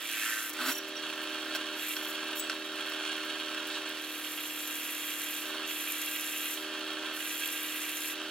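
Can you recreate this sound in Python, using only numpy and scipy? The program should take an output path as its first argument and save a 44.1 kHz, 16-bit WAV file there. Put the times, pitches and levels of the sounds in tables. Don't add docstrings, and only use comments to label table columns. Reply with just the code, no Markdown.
import sys
import numpy as np
from scipy import signal
from scipy.fft import rfft, irfft
from scipy.io import wavfile

SR = 44100
rng = np.random.default_rng(int(sys.argv[2]) if len(sys.argv) > 2 else 0)


def master(y):
    cut = np.clip(np.atleast_2d(y).T, -1, 1)
    pcm = np.round(cut * 32767)
    wavfile.write(sys.argv[1], SR, pcm.astype(np.int16))


N = 366030
TIME = np.arange(N) / SR
BINS_HZ = np.maximum(np.arange(N // 2 + 1) * SR / N, 1)


def from_db(db):
    return 10 ** (np.asarray(db) / 20)


def rms_one(x):
    return x / np.sqrt(np.mean(x ** 2) + 1e-20)


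def per_bin(points):
    hz, value = np.transpose(points)
    return np.interp(np.log(BINS_HZ), np.log(np.maximum(hz, 1)), value)


def coloured(x, spectrum):
    return rms_one(irfft(rfft(x) * from_db(per_bin(spectrum)), N))


def high_pass(x, edge_hz):
    return signal.sosfilt(signal.butter(2, edge_hz, "high", fs=SR, output="sos"), x)


def drift(rate_hz):
    step = 40
    r = np.exp(-2 * np.pi * rate_hz * step / SR)
    warm_up = 2000
    noise = rng.standard_normal(N // step + 2 + warm_up)
    slow = rms_one(signal.lfilter([1], [1, -2 * r, r * r], noise)[warm_up:])
    return np.interp(np.arange(N) / step, np.arange(len(slow)), slow)


def resonate(x, modes, shift_db=lambda hz: 0):
    out = 0
    for k, (hz, width, db) in enumerate(modes):
        r = np.exp(-np.pi * width / SR)
        poles = [1, -2 * r * np.cos(2 * np.pi * hz / SR), r * r]
        driven = x * from_db(db + shift_db(hz))
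        sign = (-1) ** k
        out = out + sign * (1 - r * r) * signal.lfilter([1, 0, -1], poles, driven)
    return rms_one(out)


def ring(clicks, hz, t60):
    r = from_db(-60 / (t60 * SR))
    w = 2 * np.pi * hz / SR
    return signal.lfilter([0, np.sin(w)], [1, -2 * r * np.cos(w), r * r], clicks + 1e-18)


def grains(per_s, spread_db):
    sizes = from_db(spread_db * np.minimum(rng.exponential(1, N), 4)) * rng.choice([-1, 1], N)
    return rms_one(sizes * (rng.random(N) < per_s / SR))


def clicks_at(seconds, db):
    out = np.zeros(N)
    out[np.round(seconds * SR).astype(int)] = from_db(db)
    return out


def fading(x, fade_s):
    return signal.lfilter([1], [1, -np.exp(-1 / (fade_s * SR))], x + 1e-18)


def spurts(per_s, fade_s):
    starts = rng.exponential(1, N) * (rng.random(N) < per_s / SR)
    return fading(np.minimum(starts, 2), fade_s)


def swells(rows):
    return sum(from_db(db) * np.interp(TIME, [start, peak, end], [0, 1, 0])
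               for start, peak, end, db in rows)


INERTIA_S = 0.0401


def sluggish(x):
    r = np.exp(-1 / (INERTIA_S * SR))
    return signal.lfilter([1 - r], [1, -r], x, zi=[r * x[0]])[0]


# start t/s, end t/s, time to bite t/s, wait until a chip forms t/s,
# time for the chips to clear t/s, sag of the main tone f/Hz, sizzle level/dB, chatter level/dB
PECKS = [(-0.3, 0.477, 0.078, 0.27, 0.011, 15.2, -41, -42),
         (1.741, 1.921, 0.062, 0.0035, 0.06, 6.1, -40, -39),
         (3.83, 5.394, 0.39, 0.066, 0.085, 8.2, -41, -41.5),
         (5.645, 6.517, 0.0406, 0.0044, 0.065, 5.8, -40, -40),
         (7.114, 8.118, 0.048, 0.005, 0.015, 4.8, -41, -40.5)]
CHIP_HOLD_S = 0.0083


def feed(sizzle_power=1.05):
    drag_hz, sizzle, chatter = 0, 0, 0
    for start, end, bite_s, wait_s, clear_s, sag_hz, sizzle_db, chatter_db in PECKS:
        bite = 1 - np.exp(-np.maximum(TIME - start, 0) / bite_s)
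        curl = 1 - np.exp(-np.maximum(TIME - start - wait_s, 0) / bite_s)
        chips = np.exp(-np.maximum(TIME - end - CHIP_HOLD_S, 0) / clear_s)
        pressure = bite * (TIME < end)
        drag_hz = drag_hz + sag_hz * pressure
        chatter = chatter + from_db(chatter_db) * pressure
        sizzle = np.maximum(sizzle, from_db(sizzle_db) * curl ** sizzle_power * chips)
    return sluggish(drag_hz), sizzle, sluggish(chatter)


def bites(turns):
    thumps = np.diff(np.floor(3 * turns), prepend=0)
    return rms_one(thumps * from_db(0.79 * drift(80)))


def slips(turns, catch_db):
    catches = np.cos(6 * np.pi * turns)
    unevenness_db = 1.0 * drift(50)
    return grains(per_s=9000, spread_db=2.5) * from_db(catch_db * catches + unevenness_db)


# f/Hz, width f/Hz, relative level/dB
GRIND_MODES = [(1360, 140, 1), (1553, 27, 6), (1770, 124, 1.5), (2310, 200, -5.5), (2570, 124, 1),
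               (3250, 660, -5.5), (3970, 850, -5), (7300, 3800, -8)]
# start t/s, peak t/s, end t/s, peak level/dB before the low cut,
# first favoured f/Hz, last favoured f/Hz
GRINDS = [(-0.05, 0.273, 0.53, -34, 3600, 1210), (3.6, 3.75, 3.82, -43.5, 4400, 3700)]


def grinding(turns, off_pitch_db=-10, bite_db=-3):
    out = 0
    for start, peak, end, db, first_hz, last_hz in GRINDS:
        octave = np.interp(TIME, [start, end], np.log2([first_hz, last_hz]))
        rubbing = slips(turns, catch_db=4.0) + from_db(bite_db) * bites(turns)
        ringing = resonate(rubbing, GRIND_MODES,
                           lambda hz: off_pitch_db * np.minimum(abs(np.log2(hz) - octave), 1))
        out = out + swells([(start, peak, end, db)]) * ringing
    return high_pass(high_pass(out, edge_hz=920), edge_hz=920)


# f/Hz, width f/Hz, relative level/dB
CUT_MODES = [(1147, 53, -1), (1558, 100, -4), (1622, 24, 6.5), (1976, 100, -1.5), (2344, 51, 3),
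             (2520, 85, 1), (2755, 130, 3.5), (3313, 53, 2.5), (3694, 57, 0), (4130, 98, -8)]
# f/Hz, width f/Hz, relative level/dB
BIT_MODES = [(5080, 280, -13), (6470, 1030, -7), (7160, 55, -1), (7470, 190, -6), (9550, 150, -1.5),
             (9960, 180, -4.5), (11140, 180, -1), (11830, 390, -3.5), (12190, 370, 2), (12620, 260, -7),
             (12700, 130, -3), (14500, 320, -7.5)]


def cutting(turns, sizzle_gain, chatter_gain, throb_db=-2.0, tearing=1.0, swarf_db=-11,
            snap_db=-11, shimmer_db=1.5):
    throb = np.cos(6 * np.pi * turns)
    tears = grains(per_s=2100, spread_db=4.5) * from_db(0.86 * throb + 2.0 * drift(31))
    ringing = resonate(bites(turns) + tearing * tears, CUT_MODES, lambda hz: shimmer_db * drift(25))
    chatter = high_pass(high_pass(ringing, edge_hz=1180), edge_hz=1180)

    crack_gain = from_db(throb_db * throb + 0.22 * drift(40)) * (1 + spurts(per_s=70, fade_s=0.0014))
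    cracks = grains(per_s=4000, spread_db=-2.5) * crack_gain
    ringing_cracks = resonate(cracks, BIT_MODES, lambda hz: shimmer_db * drift(26))
    swarf = high_pass(grains(per_s=5000, spread_db=4), edge_hz=7700)
    snaps = resonate(grains(per_s=110, spread_db=-4.5), [(12400, 2800, 5), (7500, 1800, -12)])
    sizzle = ringing_cracks + from_db(swarf_db) * swarf + from_db(snap_db) * snaps
    return chatter_gain * chatter + sizzle_gain * sizzle


# order (cycles per turn), level/dB running free, level/dB under load,
# both before the waver and the swelling of the housing
SPINDLE_TONES = [(6, -63, -68.5), (7, -65, -66.5), (7.6, -73, -69), (8, -59.8, -58.2), (9, -67.5, -66),
                 (10, -64, -67.3), (12, -70, -66), (13, -62, -62), (14, -67, -72), (16, -66, -67.5),
                 (17, -64, -66), (18, -66, -70), (19, -70, -68), (20, -69, -67.5), (21, -68, -69.5),
                 (22, -70, -67), (25, -68, -63.5), (27, -68, -64), (29, -68, -64.5), (33, -70, -65),
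                 (35, -68, -66), (36, -66, -64)]
# f/Hz, width f/Hz, boost level/dB
HOUSING = [(321, 22, 14), (392, 12, 13)]
MAIN_ORDER, FREE_HZ, FULL_SAG_HZ = 8, 312, 4.5


def spindle(turns, load):
    out, speed_hz = 0, np.gradient(turns) * SR
    for order, free_db, loaded_db in SPINDLE_TONES:
        tone_hz = order * speed_hz
        waver_db = .7 * drift(3)
        housing_db = sum(db * np.exp(-((tone_hz - hz) / width) ** 2)
                         for hz, width, db in HOUSING if abs(tone_hz[-1] - hz) < hz / 2)
        gain = from_db(free_db + load * (loaded_db - free_db) + waver_db + housing_db)
        out = out + gain * np.sin(2 * np.pi * (order * turns + rng.random()))
    return np.sqrt(2) * out


# f/Hz, level/dB running free, level/dB under load, both before the waver
MOTOR_TONES = [(146, -78, -78), (600, -53, -62), (1200, -62, -62), (1799, -57, -57), (2638, -55, -62),
               (3046, -54, -61), (3147, -57, -60), (3804, -56, -63), (4262, -63, -72), (4403, -62, -69)]


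def motor(load, waver_db=2.0, phase_wander=0.82):
    out = 0
    for hz, free_db, loaded_db in MOTOR_TONES:
        unsteady = np.sqrt(hz / 2000)
        phase = 2 * np.pi * (hz * TIME + rng.random()) + unsteady * phase_wander * drift(10.5)
        gain = from_db(free_db + load * (loaded_db - free_db) + unsteady * waver_db * drift(15.0))
        out = out + gain * np.sin(phase)
    return np.sqrt(2) * out


# f/Hz, relative level/dB
WHIRR = [(25, -10), (80, -11), (130, -7), (200, -39), (270, 1.5), (430, 2.5), (600, -12), (900, 1),
         (1500, 9.5), (3500, 10), (5200, 4.5), (8000, -6.5), (16000, -35)]


def belt_whirr(load):
    return from_db(-46.5 - 0.58 * load) * coloured(grains(per_s=9000, spread_db=5.5), WHIRR)


# start t/s, end t/s, change of level/dB
LIFTS = [(0.42, 0.994, -6.5), (2.434, 2.717, -3.5), (6.53, 6.912, -2), (8.129, 8.503, -2.5)]
LIFT_TRAVEL_S = 0.14


def lifted_db():
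    return sum(db * np.clip(.5 + np.minimum(TIME - start, end - TIME) / LIFT_TRAVEL_S, 0, 1)
               for start, end, db in LIFTS)


# loudest moment t/s, rise of level/dB
SNAGS = [(3.09, 5), (5.72, 5), (7.46, 6.5), (8.07, 2.5)]
SNAG_LENGTH_S = 0.046


def snagging_db():
    return sum(db * np.exp(-((TIME - s) / SNAG_LENGTH_S) ** 2) for s, db in SNAGS)


# f/Hz, width f/Hz, relative level/dB
COVER_MODES = [(293, 47, -11.5), (630, 190, -11.5), (815, 320, -10.5), (1094, 210, -6.5)]
HEAD_MODES = [(1333, 28, 1.5), (1419, 11.3, 4), (1560, 80, 0.5), (1639.5, 20.6, 4), (1776, 16, -0.5)]
QUILL_MODES = [(2106, 52, -6.5), (2430, 320, -5), (2650, 53, 3), (2820, 75, 3), (3066, 150, -4.5),
               (3198, 68, 4), (3313, 163, 3), (3782, 54, -1), (4270, 99, -2.5), (6160, 1800, -16.5),
               (9700, 630, -17)]
RATTLE_DB = -38
COVER_TIGHTEN_DB = -13


def rattle(turns, load, cover_db=-12.0, head_db=-6.5, quill_db=-3, head_tighten_db=-7, quill_tighten_db=-4):
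    shake = from_db(RATTLE_DB + lifted_db() + 1.0 * np.cos(4 * np.pi * turns) + 0.9 * drift(23))
    shared = grains(per_s=900, spread_db=2.0)
    cover = resonate(shared + grains(per_s=1200, spread_db=4.0), COVER_MODES)
    head = resonate(shared + grains(per_s=3000, spread_db=2.5), HEAD_MODES)
    quill = high_pass(resonate(shared + grains(per_s=3000, spread_db=7.0), QUILL_MODES), edge_hz=770)
    cover_gain = from_db(cover_db + COVER_TIGHTEN_DB * load)
    head_gain = from_db(head_db + head_tighten_db * load)
    quill_gain = from_db(quill_db + quill_tighten_db * load + snagging_db())
    return shake * (cover_gain * cover + head_gain * head + quill_gain * quill)


def loose_chips(chips_db=-52.5, flicker_db=2.3, lift_share=0.33):
    flicks = grains(per_s=14000, spread_db=4.0)
    flicker = from_db(flicker_db * drift(60)) * (1 + spurts(per_s=66, fade_s=0.004))
    rustle = rms_one(flicks * flicker)
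    return from_db(chips_db + lift_share * lifted_db()) * high_pass(rustle, edge_hz=6800)


# f/Hz, relative level/dB
BACKGROUND = [(25, -5), (100, -4), (170, 9), (1000, -2), (4500, -2), (6000, 13), (9000, -27), (16000, -24)]


def background(background_db=-61):
    left_right = rng.standard_normal((2, N))
    return from_db(background_db) * np.array([coloured(noise, BACKGROUND) for noise in left_right])


# start t/s, length t/s, base level/dB, f/Hz that the contact favours
SQUEAKS = [(0.49, 0.01, -38, 12500), (0.53, 0.006, -41, 7500), (0.619, 0.11, -38, 11500),
           (0.715, 0.06, -45, 10500), (0.775, 0.011, -42, 13000), (0.877, .016, -51, 12500),
           (1.54, 0.022, -44, 13080), (2.01, 0.045, -47, 12500), (2.057, 0.051, -44, 13000),
           (2.1, 0.06, -53, 12500), (2.347, 0.044, -40.5, 13400), (2.888, 0.012, -48, 12270)]
# f/Hz, width f/Hz, relative level/dB
SQUEAK_MODES = [(5620, 87, 9), (7040, 230, 3), (8340, 150, -1), (9960, 260, -2), (11640, 180, -2),
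                (13100, 390, -0.5), (15500, 300, -7)]
SQUEAK_FADE_S = 0.008


def squeaks(off_pitch_db=-9, crunch_db=-7):
    out, grit = 0, grains(per_s=12000, spread_db=3.5)
    for s, length_s, db, favoured_hz in SQUEAKS:
        touch = np.interp(TIME - s, [0, length_s / 2, length_s, length_s + SQUEAK_FADE_S], [0, 1, 1, 0])
        modes = [(hz, width, mode_db + off_pitch_db * abs(np.log2(hz / favoured_hz)))
                 for hz, width, mode_db in SQUEAK_MODES]
        rubbing = grit * (touch + 1e-9)
        crunch = rms_one(high_pass(rubbing, edge_hz=8800))
        gain = from_db(db) * np.sqrt(np.mean(touch ** 2))
        out = out + gain * (resonate(rubbing, modes) + from_db(crunch_db) * crunch)
    return out


# f/Hz, relative level/dB, time to fade by 60 dB t/s
TABLE_MODES = [(636, -13, 0.071), (1075, -7.5, 0.016), (1336, -1.5, 0.041), (1553, 2.5, 0.042),
               (1980, -3, 0.015), (2640, 0.5, 0.035), (3200, 4.5, 0.023), (4230, 1, 0.022),
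               (5140, -5, 0.037), (5600, -1, 0.018), (8700, -4, .02)]


def tapping(turns, contact_hz):
    count = np.maximum.accumulate(np.floor(3 * turns + .07 * drift(60)))
    taps = np.diff(count, prepend=count[0]) * from_db(1.5 * drift(80))
    body = sum((-1) ** k * from_db(db) * ring(taps, hz, t60)
               for k, (hz, db, t60) in enumerate(TABLE_MODES))
    return rms_one(signal.sosfilt(signal.butter(2, contact_hz, fs=SR, output="sos"), body))


# start t/s, peak t/s, end t/s, peak level/dB, f/Hz
THRUMS = [(0.59, 0.622, 0.68, -45, 252), (0.655, 0.694, 0.722, -37, 268)]


def thrum():
    return np.sqrt(2) * sum(swells([stroke]) * np.sin(2 * np.pi * (hz * TIME + rng.random()))
                            for *stroke, hz in THRUMS)


# start t/s, peak t/s, end t/s, base level/dB at the peak
SCRAPES = [(0.515, 0.635, 0.685, -40), (0.64, 0.697, 0.739, -35.5)]
# f/Hz, relative level/dB
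SCRAPE_COLOUR = [(100, -27), (180, -39), (240, -14), (330, -25), (700, -12), (1050, -1.5), (1500, 3),
                 (2100, -5), (2900, -4), (4400, -5), (6200, -13.5), (8000, -12.5), (16000, -20)]
# start t/s, peak t/s, end t/s, peak level/dB,
# brightness of the contact f/Hz
SHIVERS = [(2.729, 2.788, 3.3, -45, 3400), (7.01, 7.114, 7.18, -50, 523)]


def loose_plate(turns, clatter_db=0.5, grit_db=5.0):
    lurch = from_db(2.0 * np.cos(2 * np.pi * turns) + 0.8 * drift(40))
    clatter = from_db(clatter_db) * lurch * tapping(turns, contact_hz=2300)
    grit = from_db(grit_db) * coloured(slips(turns, catch_db=-0.5), SCRAPE_COLOUR)
    shivers = sum(swells([stroke]) * tapping(turns, contact_hz) for *stroke, contact_hz in SHIVERS)
    return swells(SCRAPES) * (clatter + grit) + shivers + thrum()


# start t/s, length t/s, peak level/dB
SQUEALS = [(0.681, 0.012, -43), (0.713, 0.011, -36), (0.748, 0.0074, -36), (0.777, 0.009, -36),
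           (0.96, 0.013, -39)]
SQUEAL_HZ, SQUEAL_T60_S = 5720, 0.05


def squeals():
    level = 0
    for s, length_s, db in SQUEALS:
        build_up = np.clip(2 * (TIME - s) / length_s, 0, 1)
        ring_out_db = -60 * np.maximum(TIME - s - length_s, 0) / SQUEAL_T60_S
        level = level + build_up * from_db(db + np.maximum(ring_out_db, -200))
    return level * np.sin(2 * np.pi * SQUEAL_HZ * TIME + 1.1 * drift(60))


# t/s, relative level/dB
KNOCKS = [(1.5497, -30), (1.556, -33), (1.561, -37), (1.966, -32), (2.497, -26.5), (2.517, -37),
          (2.5292, -40), (2.919, -35), (3.05, -36.5), (3.5455, -35.5)]


def knocks(knock_db=-3, crack=1.0, crack_s=0.0089):
    s, db = np.transpose(KNOCKS)
    strengths_db = rng.normal(0, 2.1, (len(s), len(TABLE_MODES)))
    ringing = sum((-1) ** k * ring(clicks_at(s, db + mode_db + strengths_db[:, k]), hz, t60)
                  for k, (hz, mode_db, t60) in enumerate(TABLE_MODES))
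    burst = fading(clicks_at(s, db), crack_s) * rng.standard_normal(N)
    band = signal.butter(2, [400, 7000], "band", fs=SR, output="sos")
    return from_db(knock_db) * signal.sosfilt(band, ringing + crack * burst)


# f/Hz, level/dB, time to fade by 60 dB t/s
PING_MODES = [(6700, -35.5, 0.045), (7840, -35, 0.19), (8400, -35, .05), (9340, -40, .043),
              (13100, -41, .05), (15500, -26, 0.041)]
PING_S = 2.396


def ping():
    return sum(ring(clicks_at(np.array([PING_S]), db), hz, t60) for hz, db, t60 in PING_MODES)


# f/Hz, likeness (0 to 1)
LIKENESS = [(60, .7), (130, .88), (290, .995), (640, .985), (1410, .95), (3100, .85), (5200, .8),
            (6500, .6), (9500, .68), (13000, .8)]
# f/Hz, level/dB
BALANCE = [(60, -.5), (700, 0), (1290, -1), (2380, -4), (4400, -5.5), (8100, 1.5), (15000, 1.5)]
# f/Hz, phase/rad
LEAD = [(2900, 0), (3400, .45), (4200, .3), (4700, 1.1), (5400, 2.2), (6500, 2.0), (7600, 0)]
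GARAGE_T60_S = .2


def garage(x, off_axis):
    echoes = rng.standard_normal(N) * from_db(-60 * TIME / GARAGE_T60_S)
    diffuse = rfft(echoes / np.sqrt(np.sum(echoes ** 2)))
    alike = np.clip(per_bin(LIKENESS), 0, .999)
    sides = np.array([[1], [-1]])
    pair = np.sqrt((1 + alike) / 2) + sides * np.sqrt((1 - alike) / 2) * diffuse
    level = from_db(sides * per_bin(BALANCE) / 2)
    phase = np.exp(.5j * off_axis * sides * per_bin(LEAD))
    return irfft(rfft(x) * pair * level * phase, N)


def scene():
    sag_hz, sizzle_gain, chatter_gain = feed()
    turns = np.cumsum((FREE_HZ - sag_hz) / MAIN_ORDER) / SR
    load = np.clip(sag_hz / FULL_SAG_HZ, 0, 1)
    labouring = np.clip(sag_hz / FULL_SAG_HZ - 2, 0, 1)
    drive = spindle(turns, load) + motor(load) + rattle(turns, load) + belt_whirr(load)
    machine = from_db(-1.8 * labouring) * drive
    work = cutting(turns, sizzle_gain, chatter_gain) + grinding(turns) + loose_chips()
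    plate = loose_plate(turns) + knocks() + squeaks() + squeals() + ping()
    return garage(machine + work, off_axis=0.97) + garage(plate, off_axis=0.78) + background()


def record(dry):
    return signal.sosfilt(signal.ellip(10, .2, 80, 15900, fs=SR, output="sos"), dry)


dry = scene()
out = record(dry)
master(out)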